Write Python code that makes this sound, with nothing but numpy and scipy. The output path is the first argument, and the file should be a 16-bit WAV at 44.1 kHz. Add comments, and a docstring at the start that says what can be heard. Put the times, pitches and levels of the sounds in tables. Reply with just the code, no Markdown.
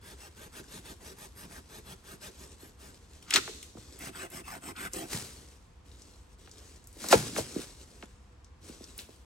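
"""Sawing a fallen branch in a forest

A small hand saw cuts in quick pushes and pulls: toothed noise bursts excite blade, cut and branch.
The branch cracks as it is lifted (short bursts over tearing noise), and more strokes free its top.
The pole is tossed into dry leaves and bounces: dispersed blows with a modal ring and a rattle.
Boots shuffle through leaves and twigs, made of random crackle. The trunks scatter a soft echo,
made by convolution with decaying noise, over a distant rumble of shaped noise."""
import sys
import numpy as np
from scipy import signal
from scipy.fft import rfft, irfft, next_fast_len
from scipy.io import wavfile
from scipy.ndimage import uniform_filter1d, map_coordinates

SR = 44100
rng = np.random.default_rng(int(sys.argv[2]) if len(sys.argv) > 2 else 0)


def inscribe(sig):
    """Save sig as 16-bit PCM at rate SR to the path in sys.argv[1].

    A 1-D sig is mono; a 2-D sig holds one channel per row.
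    Samples are clipped to [-1, 1] before scaling.
    """
    pcm = np.round(np.clip(np.atleast_2d(sig).T, -1, 1) * 32767)
    wavfile.write(sys.argv[1], SR, pcm.astype(np.int16))


N = 407908
TIME = np.arange(N) / SR  # s
LIFT_S = 3.5  # strokes before this cut the branch on the ground, later ones in the air

# saw strokes, pushes and pulls in turn: (start [s], end [s], force [dB], binding of the blade [0-1])
SAW_STROKES = [(0.003, 0.157, -56.5, 0.06), (0.161, 0.3, -56, 0.15), (0.339, 0.49, -56.5, 0.03),
               (0.51, 0.622, -53.5, 0), (0.668, 0.815, -54, 0.11), (0.824, 0.944, -54, 0.04),
               (0.985, 1.145, -55.5, 0), (1.156, 1.28, -54, .05), (1.34, 1.476, -54.5, 0.1),
               (1.476, 1.608, -55, 0), (1.672, 1.813, -55.5, 0.01), (1.831, 1.957, -55.5, 0),
               (2.026, 2.176, -55.5, 0.28), (2.199, 2.309, -50.5, 0.4), (2.356, 2.481, -58, 0.26),
               (2.576, 2.721, -59.5, 0.73), (2.772, 2.939, -59, .55), (3.976, 4.108, -50, 0.04),
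               (4.119, 4.284, -52, 0.26), (4.294, 4.427, -52, 0.17), (4.43, 4.597, -53, 0.33),
               (4.604, 4.73, -52.5, 0), (4.747, 4.893, -49.5, 0.06), (4.912, 5.072, -47.5, 0.7)]
# spectrum of splintering wood: (frequency [Hz], level [dB])
SPLINTER_SPECTRUM = [(180, -36.5), (300, -6.5), (391, -4.5), (563, -20.5), (747, -6.5), (927, -10),
                     (1360, 2), (1600, -4.5), (2910, -4), (6240, -9), (15800, -23.5)]


def amp(db):
    """Level to amplitude: 20 dB is a factor of ten."""
    return 10 ** (np.asarray(db) / 20)


def unit(x):
    """Normalisation to an rms of 1."""
    return x / np.sqrt(np.mean(x ** 2) + 1e-20)


def along(points, hz):
    """Linear interpolation of (frequency, value) points on a logarithmic frequency axis."""
    f, v = np.transpose(points)
    return np.interp(np.log(hz + 1), np.log(f + 1), v)


def filtered(x, response):
    """Linear filtering: the spectrum of x times a complex frequency response."""
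    m = next_fast_len(N + 8192, real=True)
    return irfft(rfft(x, m) * response(np.fft.rfftfreq(m, 1 / SR)), m)[..., :N]


def coloured(x, spectrum):
    """Spectral shaping: x through a gain curve in dB, at rms 1."""
    return unit(filtered(x, lambda f: amp(along(spectrum, f))))


def resonant(x, modes):
    """Modal response: x through parallel damped resonators (Hz, width Hz, dB), at rms 1."""
    def response(f):
        return sum(amp(db) * 1j * f * width / (centre ** 2 - f * f + 1j * f * width)
                   for centre, width, db in modes)
    return unit(filtered(x, response))


def band(x, low_hz, high_hz):
    """Band-pass filtering with steep skirts, at rms 1."""
    return unit(filtered(x, lambda f: 1 / (1 + (low_hz / (f + 1)) ** 8) / (1 + (f / high_hz) ** 8)))


def hump(f, centre_hz, octaves):
    """Gaussian gain on the log-frequency axis; octaves is its standard deviation."""
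    return np.exp(-.5 * (np.log2((f + 1) / centre_hz) / octaves) ** 2)


def add(track, s, sound):
    """Superposition: mix a sound into the track from time s."""
    part = track[max(round(s * SR), 0):][:len(sound)]
    part += sound[:len(part)]


def bursts(impulses, life):
    """Shot noise: each impulse releases noise whose amplitude falls to 1/e in life seconds."""
    power = signal.lfilter([1], [1, -np.exp(-2 / (life * SR))], impulses ** 2)
    return unit(np.sqrt(power) * rng.standard_normal(N))


def crackle(rate, spread_db, life):
    """Random point process: rate fractures a second, their levels in dB spread exponentially."""
    sizes = amp(spread_db * np.minimum(rng.exponential(size=N), 4))
    return bursts((rng.random(N) < rate / SR) * sizes, life)


def wandering(x, depth_db):
    """Time-varying filtering: spectral peaks and hollows pass as the point of contact shifts."""
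    z = signal.stft(x, nperseg=512)[2]
    field = uniform_filter1d(rng.standard_normal(z.shape), size=3, axis=0)
    field = uniform_filter1d(field, size=12, axis=1)
    return unit(signal.istft(z * amp(depth_db * unit(field)), nperseg=512)[1][:N])


def wobble(rate):
    """Low-rate modulation: a smooth random curve with rate knots a second."""
    return map_coordinates(rng.standard_normal(int(N * rate / SR) + 4), [TIME * rate])


def swell(s, db, rise, t60):
    """Exponential envelope: gain that grows towards time s and decays by 60 dB in t60 seconds."""
    decay = amp(db - 60 * np.maximum(TIME - s, 0) / t60)
    return decay * np.exp(np.minimum(TIME - s, 0) / rise)


def sawing(strokes, mix, wood, rasp, hiss, tooth_hz, tear_life, kick, sweep, ring_db, speed_law):
    """Forced vibration: blade speed sets tooth rate and strength; blade, cut and branch respond."""
    fastest_free, bind_earlier = .69, .48  # point of top speed in a free stroke; binding brings it forward
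    drag = 1.0  # drag in the cut flattens the top of each stroke
    jolt_db, jolt_at, jolt_share = 4, .72, 0.085  # the branch jolts as the blade brakes, as shares of a stroke
    # gain at full binding, rasp much less and hiss slightly less: (hiss [dB], rasp [dB], wood [dB])
    bind_gains = (-1, -4, 0)
    speed, reach, gains = np.zeros(N), np.zeros(N), np.zeros((3, N))
    for k, (start, end, force_db, bind) in enumerate(strokes):
        span = (TIME > start) & (TIME < end)
        fastest = np.clip(fastest_free - bind_earlier * bind, .1, .9)
        travel = np.interp(TIME[span], [start, start + fastest * (end - start), end], [0, .5, 1])
        speed[span] = np.tanh(drag * np.sin(np.pi * travel)) / drag ** .5 / np.tanh(drag) ** .5
        reach[span] = travel if k % 2 else 1 - travel
        dbs = force_db + np.array(mix[k % 2]) + bind * np.array(bind_gains)
        gains[:, span] += amp(dbs)[:, None] * speed[span] ** np.array(speed_law)[:, None]
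        progress = (TIME[span] - start) / (end - start)
        gains[2, span] *= amp(jolt_db * np.exp(-.5 * ((progress - jolt_at) / jolt_share) ** 2))
    # a tooth bites each time the accumulated phase passes a whole number
    passing = np.diff(np.floor(np.cumsum(tooth_hz * (.2 + speed) / SR)), prepend=0)
    bites = passing * amp(2.3 * rng.standard_normal(N))
    teeth = wandering(bursts(bites, tear_life), depth_db=3.5)
    # waves return from the tip of the blade, sooner as its free length shrinks
    delay = SR * (0.00064 + 0.001 * reach)
    blade = teeth + sweep * map_coordinates(teeth, [np.arange(N) - delay], order=2)
    steel = gains[0] * coloured(blade, hiss)
    # each tooth also kicks the wood: a rough buzz that rises and falls with the stroke
    drive = blade + kick * unit(bites)
    body = coloured(drive, wood) + amp(ring_db) * resonant(drive, rasp)
    cut = amp(-4.0) * gains[1] * band(body, low_hz=613, high_hz=3710)
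    # slow bending waves leave the branch a little later
    late_gain = np.interp(TIME - .016, TIME, gains[2])
    branch = amp(-4.0) * late_gain * band(body, low_hz=97, high_hz=593)
    return steel + cut + branch


def saw():
    """Change of boundary condition: the branch responds differently on the ground and held up."""
    # balance, one row for even and one for odd strokes: (hiss [dB], rasp [dB], wood [dB])
    mix_ground = [(0, 1.2, 1), (0, 1.7, 1)]
    mix_air = [(0, 2.1, 3.5), (0, 6.6, 0)]
    # wood spectra: (frequency [Hz], level [dB])
    wood_ground = [(65, -33), (110, -3), (179, 1), (293, -6), (388, 1), (579, -13), (651, -11), (733, -15),
                   (876, -8.5), (1060, -13), (1580, -12), (3800, -23.5), (4940, -47.5), (8360, -120)]
    wood_air = [(59, -31), (100, -10.5), (299, -5.5), (388, -4), (472, -22), (525, -8.5), (593, -34),
                (670, -14), (734, 0.5), (1090, -0.5), (1180, 5.5), (2600, 0), (3800, -4.5), (4940, -42),
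                (8360, -120)]
    # rasp resonances: (frequency [Hz], width [Hz], level [dB])
    rasp_ground = [(680, 21, 12), (846, 49, 3.5), (1588, 90, 3), (2730, 160, 1.1), (3450, 43, 5.7)]
    rasp_air = [(680, 19, 4), (1057, 23, 8), (2070, 120, -1), (2640, 83, 5.5)]
    # blade hiss spectra: (frequency [Hz], level [dB])
    hiss_ground = [(1940, -32.5), (3300, -5.5), (6520, -3.5), (7240, -6.5), (8310, -2), (9290, -1.5),
                   (10100, -6.5), (10900, -7.5), (11300, 0), (12300, -10), (13700, -28), (14900, -13),
                   (15800, -16)]
    hiss_air = [(1940, -38), (3300, -13.5), (4990, -6), (5500, -6), (7100, -7), (8480, 1), (10100, -7),
                (11000, -9), (11800, -4), (13000, -16.5), (13700, -17.5), (14900, -12.5), (15800, -16)]
    # tooth_hz is the tooth rate per unit of speed; speed_law holds exponents for hiss, rasp, wood
    down = sawing([r for r in SAW_STROKES if r[0] < LIFT_S], mix_ground, wood_ground, rasp_ground, hiss_ground,
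                  tooth_hz=585.0, tear_life=0.0085, kick=0.75, sweep=0.12, ring_db=-13.5,
                  speed_law=(1.2, 1.05, .7))
    up = sawing([r for r in SAW_STROKES if r[0] > LIFT_S], mix_air, wood_air, rasp_air, hiss_air,
                tooth_hz=558.4, tear_life=0.0038, kick=0.35, sweep=0.27, ring_db=-11.5,
                speed_law=(1.05, .9, .5))
    return down + up


def fractures(rows, octaves, t60, after_db, after_t60):
    """Impulsive release: each break is a short band of noise, with a weaker, longer shiver."""
    lead = .004  # s of room ahead of each break
    out, t = np.zeros(N), np.arange(8192) / SR - lead
    f = np.fft.rfftfreq(len(t), 1 / SR)
    decay = (t >= 0) * (amp(-60 * np.abs(t) / t60) + amp(after_db - 60 * np.abs(t) / after_t60))
    for s, db, hz in rows:
        snap = irfft(rfft(decay * rng.standard_normal(len(t))) * hump(f, hz, octaves))
        add(out, s - lead, amp(db) * snap / np.abs(snap).max())
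    return out


def breaking():
    """Progressive failure: bundles of the half-cut branch snap amid ever harder tearing fibres."""
    # fibre bundles breaking: (time [s], peak level [dB], centre frequency [Hz])
    cracks = [(3.307, -16.5, 7360), (3.3097, -17.5, 2846), (3.327, -22.5, 1900), (3.3372, -11.5, 3456),
              (3.3402, -7, 6520), (3.347, -16.5, 5000), (3.3594, -7.5, 3400), (3.361, -11.5, 5980),
              (3.364, -13, 1700), (3.3722, -19.5, 3790)]
    first_db, last_db, tear_t60 = -44, -23.5, 0.077  # tearing from first crack to last, then its decay [s]
    strain_rise_s = 0.018  # the wood starts to give just before the first crack
    shred_db, shred_rise_s, shred_t60 = -24.5, 0.001, 0.07  # fibres torn along with each bundle
    first, last = cracks[0][0], cracks[-1][0]
    strain_db = np.interp(TIME, [first, last], [first_db, last_db])
    onset = np.exp(np.minimum(TIME - first, 0) / strain_rise_s)
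    tear = onset * amp(strain_db - 60 * np.maximum(TIME - last, 0) / tear_t60)
    shred_power = sum(swell(s, db + shred_db, shred_rise_s, shred_t60) ** 2 for s, db, hz in cracks)
    fibres = crackle(rate=1600, spread_db=2.5, life=.0006)
    tearing = np.sqrt(tear ** 2 + shred_power) * coloured(fibres, SPLINTER_SPECTRUM)
    return tearing + fractures(cracks, octaves=0.49, t60=0.0078, after_db=-20, after_t60=0.1)


def knocks(travel, ring_db, rattle_t60):
    """Dispersion: bending waves carry treble faster, so blows fall in pitch; pole and sticks respond."""
    # blows on wood and soil: (time [s], peak level [dB], centre frequency [Hz], width [octaves])
    blows = [(2.635, -41.5, 319, 0.53), (3.353, -33, 329, .9), (3.372, -31.5, 323, 1.2),
             (3.387, -30.5, 346, 0.19), (3.479, -34, 1074, 1.2), (3.497, -38, 410, 0.3),
             (3.758, -40, 273, 0.99), (3.776, -44.5, 550, 1), (3.789, -44.5, 151, 0.48),
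             (5.15, -30.5, 170, 0.78), (6.478, -47, 890, 2.8), (6.97, -43.5, 394, 0.51),
             (7.045, -33.5, 700, 0.96), (7.129, -16.5, 1960, 0.76), (7.130, -5.5, 724, .82),
             (7.135, -10, 476, 0.22), (7.143, -10.5, 460, 0.18), (7.158, -18, 175, 1.3),
             (7.366, -28, 967, 2), (7.387, -21.5, 560, 0.37), (7.399, -27, 221, 1.3),
             (7.567, -21.5, 293, 0.63), (7.596, -32, 328, 0.55), (8.028, -37, 1400, 1.6),
             (8.037, -39.5, 351, .9), (8.700, -37.5, 288.6, 0.67), (8.812, -40.5, 332, .8),
             (9.094, -45, 372, 0.92)]
    # modes of the pole: (frequency [Hz], relative level [dB], decay time t60 [s])
    pole_modes = [(117.8, 1, 0.67), (146, -3, 0.58), (326, -4, 0.19), (390, -5.5, 0.14), (467, 15, 0.034),
                  (652, -10, 0.098), (857, 2.5, 0.16), (1080, -8, .1), (1460, 3.5, .08), (2600, 5, .1)]
    out, t = np.zeros(N), np.arange(SR) / SR
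    f = np.fft.rfftfreq(SR, 1 / SR)
    lead = .05  # s of room for the early treble
    modes = np.array([amp(db - 60 * t / t60) * np.sin(2 * np.pi * hz * t) for hz, db, t60 in pole_modes])
    for s, db, hz, octaves in blows:
        # group delay, zero at the centre frequency
        delay = travel * (np.sqrt(1000 / (f + 1)) - np.sqrt(1000 / hz))
        # bark softens the contact
        contact = hump(f, hz, octaves) / np.sqrt(1 + f / hz) / (1 + (f / 4800) ** 4)
        # the bins are 1 Hz apart, so a running sum of the delay gives the phase
        push = irfft(contact * np.exp(-2j * np.pi * np.cumsum(delay + lead)), SR)
        ring = amp(ring_db + rng.normal(0, 1.3, len(pole_modes))) @ modes
        sticks = rng.standard_normal(SR) * amp(-60 * t / rattle_t60)
        response = ring + .6 * sticks / np.linalg.norm(sticks)
        blow = push + signal.fftconvolve(push, response)[:SR]
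        add(out, s - lead, amp(db) * blow / np.abs(blow).max())
    return out


def chatter():
    """Repeated contact: sticks splinter as the pole lands, then many small dull contacts die away."""
    landing_s = 7.128
    sticks = coloured(crackle(rate=1500, spread_db=2.5, life=.001), SPLINTER_SPECTRUM)
    contacts = filtered(crackle(rate=300, spread_db=-2.5, life=0.0045), lambda f: hump(f, 188, .85))
    splintering = swell(landing_s, db=-20, rise=0.0068, t60=0.08) * sticks
    settling = swell(landing_s + .035, db=-37, rise=0.015, t60=.65) * unit(contacts)
    return splintering + settling


def snaps():
    """Brittle fracture: twigs snap and saw teeth catch."""
    # (time [s], peak level [dB], centre frequency [Hz])
    snap_events = [(2.6135, -49, 7980), (3.628, -32, 8080), (3.629, -37.5, 2760), (3.932, -43, 6010),
                   (3.9906, -33, 11130), (4.150, -41, 1600), (4.3022, -37.5, 10880), (4.764, -37.5, 3500),
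                   (4.9342, -26, 7780), (5.916, -45.5, 4000), (6.0196, -41.5, 6000), (6.5141, -37, 6000),
                   (6.8414, -46, 7530), (6.872, -37.5, 8560), (6.9282, -42, 8170), (7.0865, -20.5, 7500),
                   (8.4455, -44.5, 5600), (8.841, -36.5, 5300), (8.979, -30, 11220), (8.9887, -33, 3320)]
    return fractures(snap_events, octaves=0.48, t60=0.012, after_db=-13.5, after_t60=0.21)


def stir(start, end, db):
    """Attack, hold and release: leaves yield over the first part of a movement and settle slowly."""
    attack_share, settle_t60 = 0.17, 1  # share of the movement; s
    attack = np.clip((TIME - start) / (attack_share * (end - start)), 0, 1)
    return attack * amp(db - 60 * np.maximum(TIME - end, 0) / settle_t60)


def leaves():
    """Granular friction: dry leaves crackle when stirred and burst out when a weight presses them."""
    # boots and branch moving through leaves: (start [s], end [s], level [dB])
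    movements = [(2.203, 2.503, -60), (2.796, 2.948, -61), (3.066, 3.281, -61.5), (3.309, 3.5, -51.5),
                 (3.745, 3.93, -55.5), (5.132, 5.42, -56.5), (5.832, 6.171, -61.5), (6.36, 6.52, -61.5),
                 (6.56, 6.693, -56.5), (6.971, 7.2, -51.5), (7.195, 7.551, -47), (7.67, 7.965, -57),
                 (8.603, 8.893, -56), (8.97, 9.14, -65)]
    # leaves crushed by a falling weight: (time [s], level [dB], rise [s], decay time t60 [s])
    crushes = [(5.135, -35, 0.028, 0.55), (7.044, -40.5, 0.038, .2), (7.125, -23, 0.015, 0.15),
               (7.188, -36, 0.04, 0.31), (7.382, -31, 0.015, 0.18), (7.61, -44, 0.057, 0.316),
               (8.69, -51.5, 0.032, 0.21), (8.992, -46, .012, 0.24)]
    # spectra of stirred and of crushed leaves: (frequency [Hz], level [dB])
    stirred_spectrum = [(150, -27), (250, -4.5), (413, -4), (828, -21), (1130, -17), (1870, -18.5),
                        (4230, -15), (8760, -14.5), (10100, -22), (11400, -20.5), (13800, -38),
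                        (15800, -32)]
    crushed_spectrum = [(120, -26.5), (200, -1), (577, -9.5), (1200, -13), (2110, -12.5), (3660, -13),
                        (4010, -11), (8330, -11), (10200, -12), (11600, -15), (13700, -28), (15800, -23)]
    rock_db = -8  # leaves under the rocking branch, against the force of the stroke
    twigs_per_s, twig_db = 16, -11  # small twigs giving way among the leaves
    clump_db, clumps_per_s = 2.0, 30  # leaves give way in clumps
    boot_db, boot_hz, boot_octaves = -8.5, 200, .9  # soft soil shifting under each movement

    rocking = [(start, end, db + rock_db) for start, end, db, bind in SAW_STROKES if start < LIFT_S]
    stirred = np.max([stir(*move) for move in movements + rocking], axis=0)
    stalks = crackle(rate=70, spread_db=3.5, life=.0015)
    litter = wandering(crackle(rate=3600, spread_db=2, life=0.0017) + 0.38 * stalks, depth_db=2.0)
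    twigs = wandering(crackle(rate=twigs_per_s, spread_db=3.5, life=.002), depth_db=7.5)
    clumps = amp(clump_db * wobble(clumps_per_s))
    rustle = stirred * clumps * coloured(litter + amp(twig_db) * twigs, stirred_spectrum)
    grains = crackle(rate=98, spread_db=2, life=0.0045)
    soil = amp(boot_db) * stirred * unit(filtered(grains, lambda f: hump(f, boot_hz, boot_octaves)))
    weight = sum(swell(*crush) for crush in crushes)
    crushed = coloured(crackle(rate=2100, spread_db=2.0, life=0.0019), crushed_spectrum)
    return rustle + soil + weight * crushed


def forest(x, near_db, far_db):
    """Scattering: logs at the sides answer at once, trunks return a long echo unlike at each port."""
    # decay of the trunk echo: (frequency [Hz], decay time t60 [s])
    trunk_decay = [(100, 0.55), (500, 0.2), (2000, 0.52), (6000, 1), (15000, 0.94)]
    hz, t, z = signal.stft(rng.standard_normal((2, SR)), SR, nperseg=256)
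    envelope = amp(-60 * t / along(trunk_decay, hz)[:, None]) * (1 - np.exp(-t / 0.038))
    far = signal.istft(z * envelope, SR, nperseg=256)[1]
    length = far.shape[1]
    near = rng.standard_normal(length) * amp(-60 * np.arange(length) / SR / .06)
    trunks = amp(far_db) * far / np.linalg.norm(far[0])
    logs = amp(near_db) * np.array([near, -near]) / np.linalg.norm(near)  # opposite sign at the two ports
    scattered = signal.fftconvolve(x[None], trunks + logs, axes=1)[:, :N]
    # long waves scatter least: (frequency [Hz], gain [dB])
    scatter_gain = [(80, -7.0), (400, 1.5), (1200, 5), (7000, 3.5), (15000, 1.0)]
    return filtered(scattered, lambda f: amp(along(scatter_gain, f)))


def air():
    """Partial coherence: a distant rumble alike at both ports, under a faint hiss that differs."""
    # the still forest: (frequency [Hz], level [dB])
    air_spectrum = [(13, -68), (22, -33.5), (36, -13.5), (66, -5.5), (135, -21.5), (193, -23), (454, -33),
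                    (493, -24), (550, -41), (686, -33), (787, -35.5), (1010, -32), (1290, -37.5),
                    (7520, -51.5), (15800, -74.5)]
    # difference between the ports: (frequency [Hz], gain [dB])
    side_gain = [(70, -18), (200, -9), (700, -2), (8000, -1)]
    mid = coloured(rng.standard_normal(N), air_spectrum)
    side = filtered(coloured(rng.standard_normal(N), air_spectrum), lambda f: amp(along(side_gain, f)))
    return amp(-55.5) * np.array([mid + side, mid - side])


def ports(x, phase):
    """Interchannel differences: phase and level are split evenly between left and right ports."""
    # left minus right: (frequency [Hz], level difference [dB])
    port_tilt = [(60, -1), (500, 0), (1600, 1.3), (3300, 3.5), (6000, 5.5), (8500, 0.9), (15000, -0.5)]

    def half(f):
        return amp(along(port_tilt, f) / 2) * np.exp(.5j * along(phase, f))
    return filtered(x, lambda f: np.array([half(f), 1 / half(f)]))


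def scene():
    """Superposition: direct saw and wood sounds, their scattered echo, and the still air."""
    # phase between the two microphone ports: (frequency [Hz], lead of the left [rad])
    saw_phase = [(150, 0), (400, -.7), (900, -1.5), (1500, -1.5), (2800, .9), (6000, .6), (8500, 0),
                 (15500, -12.6)]
    near_phase = [(150, 0), (500, -.6), (1800, -.6), (3000, 1.1), (7500, .7), (8600, -.3), (15500, -12.6)]
    cutting = saw()
    blows = knocks(travel=.007, ring_db=-57, rattle_t60=0.076)
    wood = breaking() + blows + chatter() + snaps() + leaves()
    echo = forest(cutting + wood, near_db=-10, far_db=-19.0)
    return ports(cutting, saw_phase) + ports(wood, near_phase) + echo + air()


def record(dry):
    """Band limitation: nothing passes at or above the cutoff."""
    top_hz = 15850
    return filtered(dry, lambda f: f < top_hz)


dry = scene()
out = record(dry)
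inscribe(out)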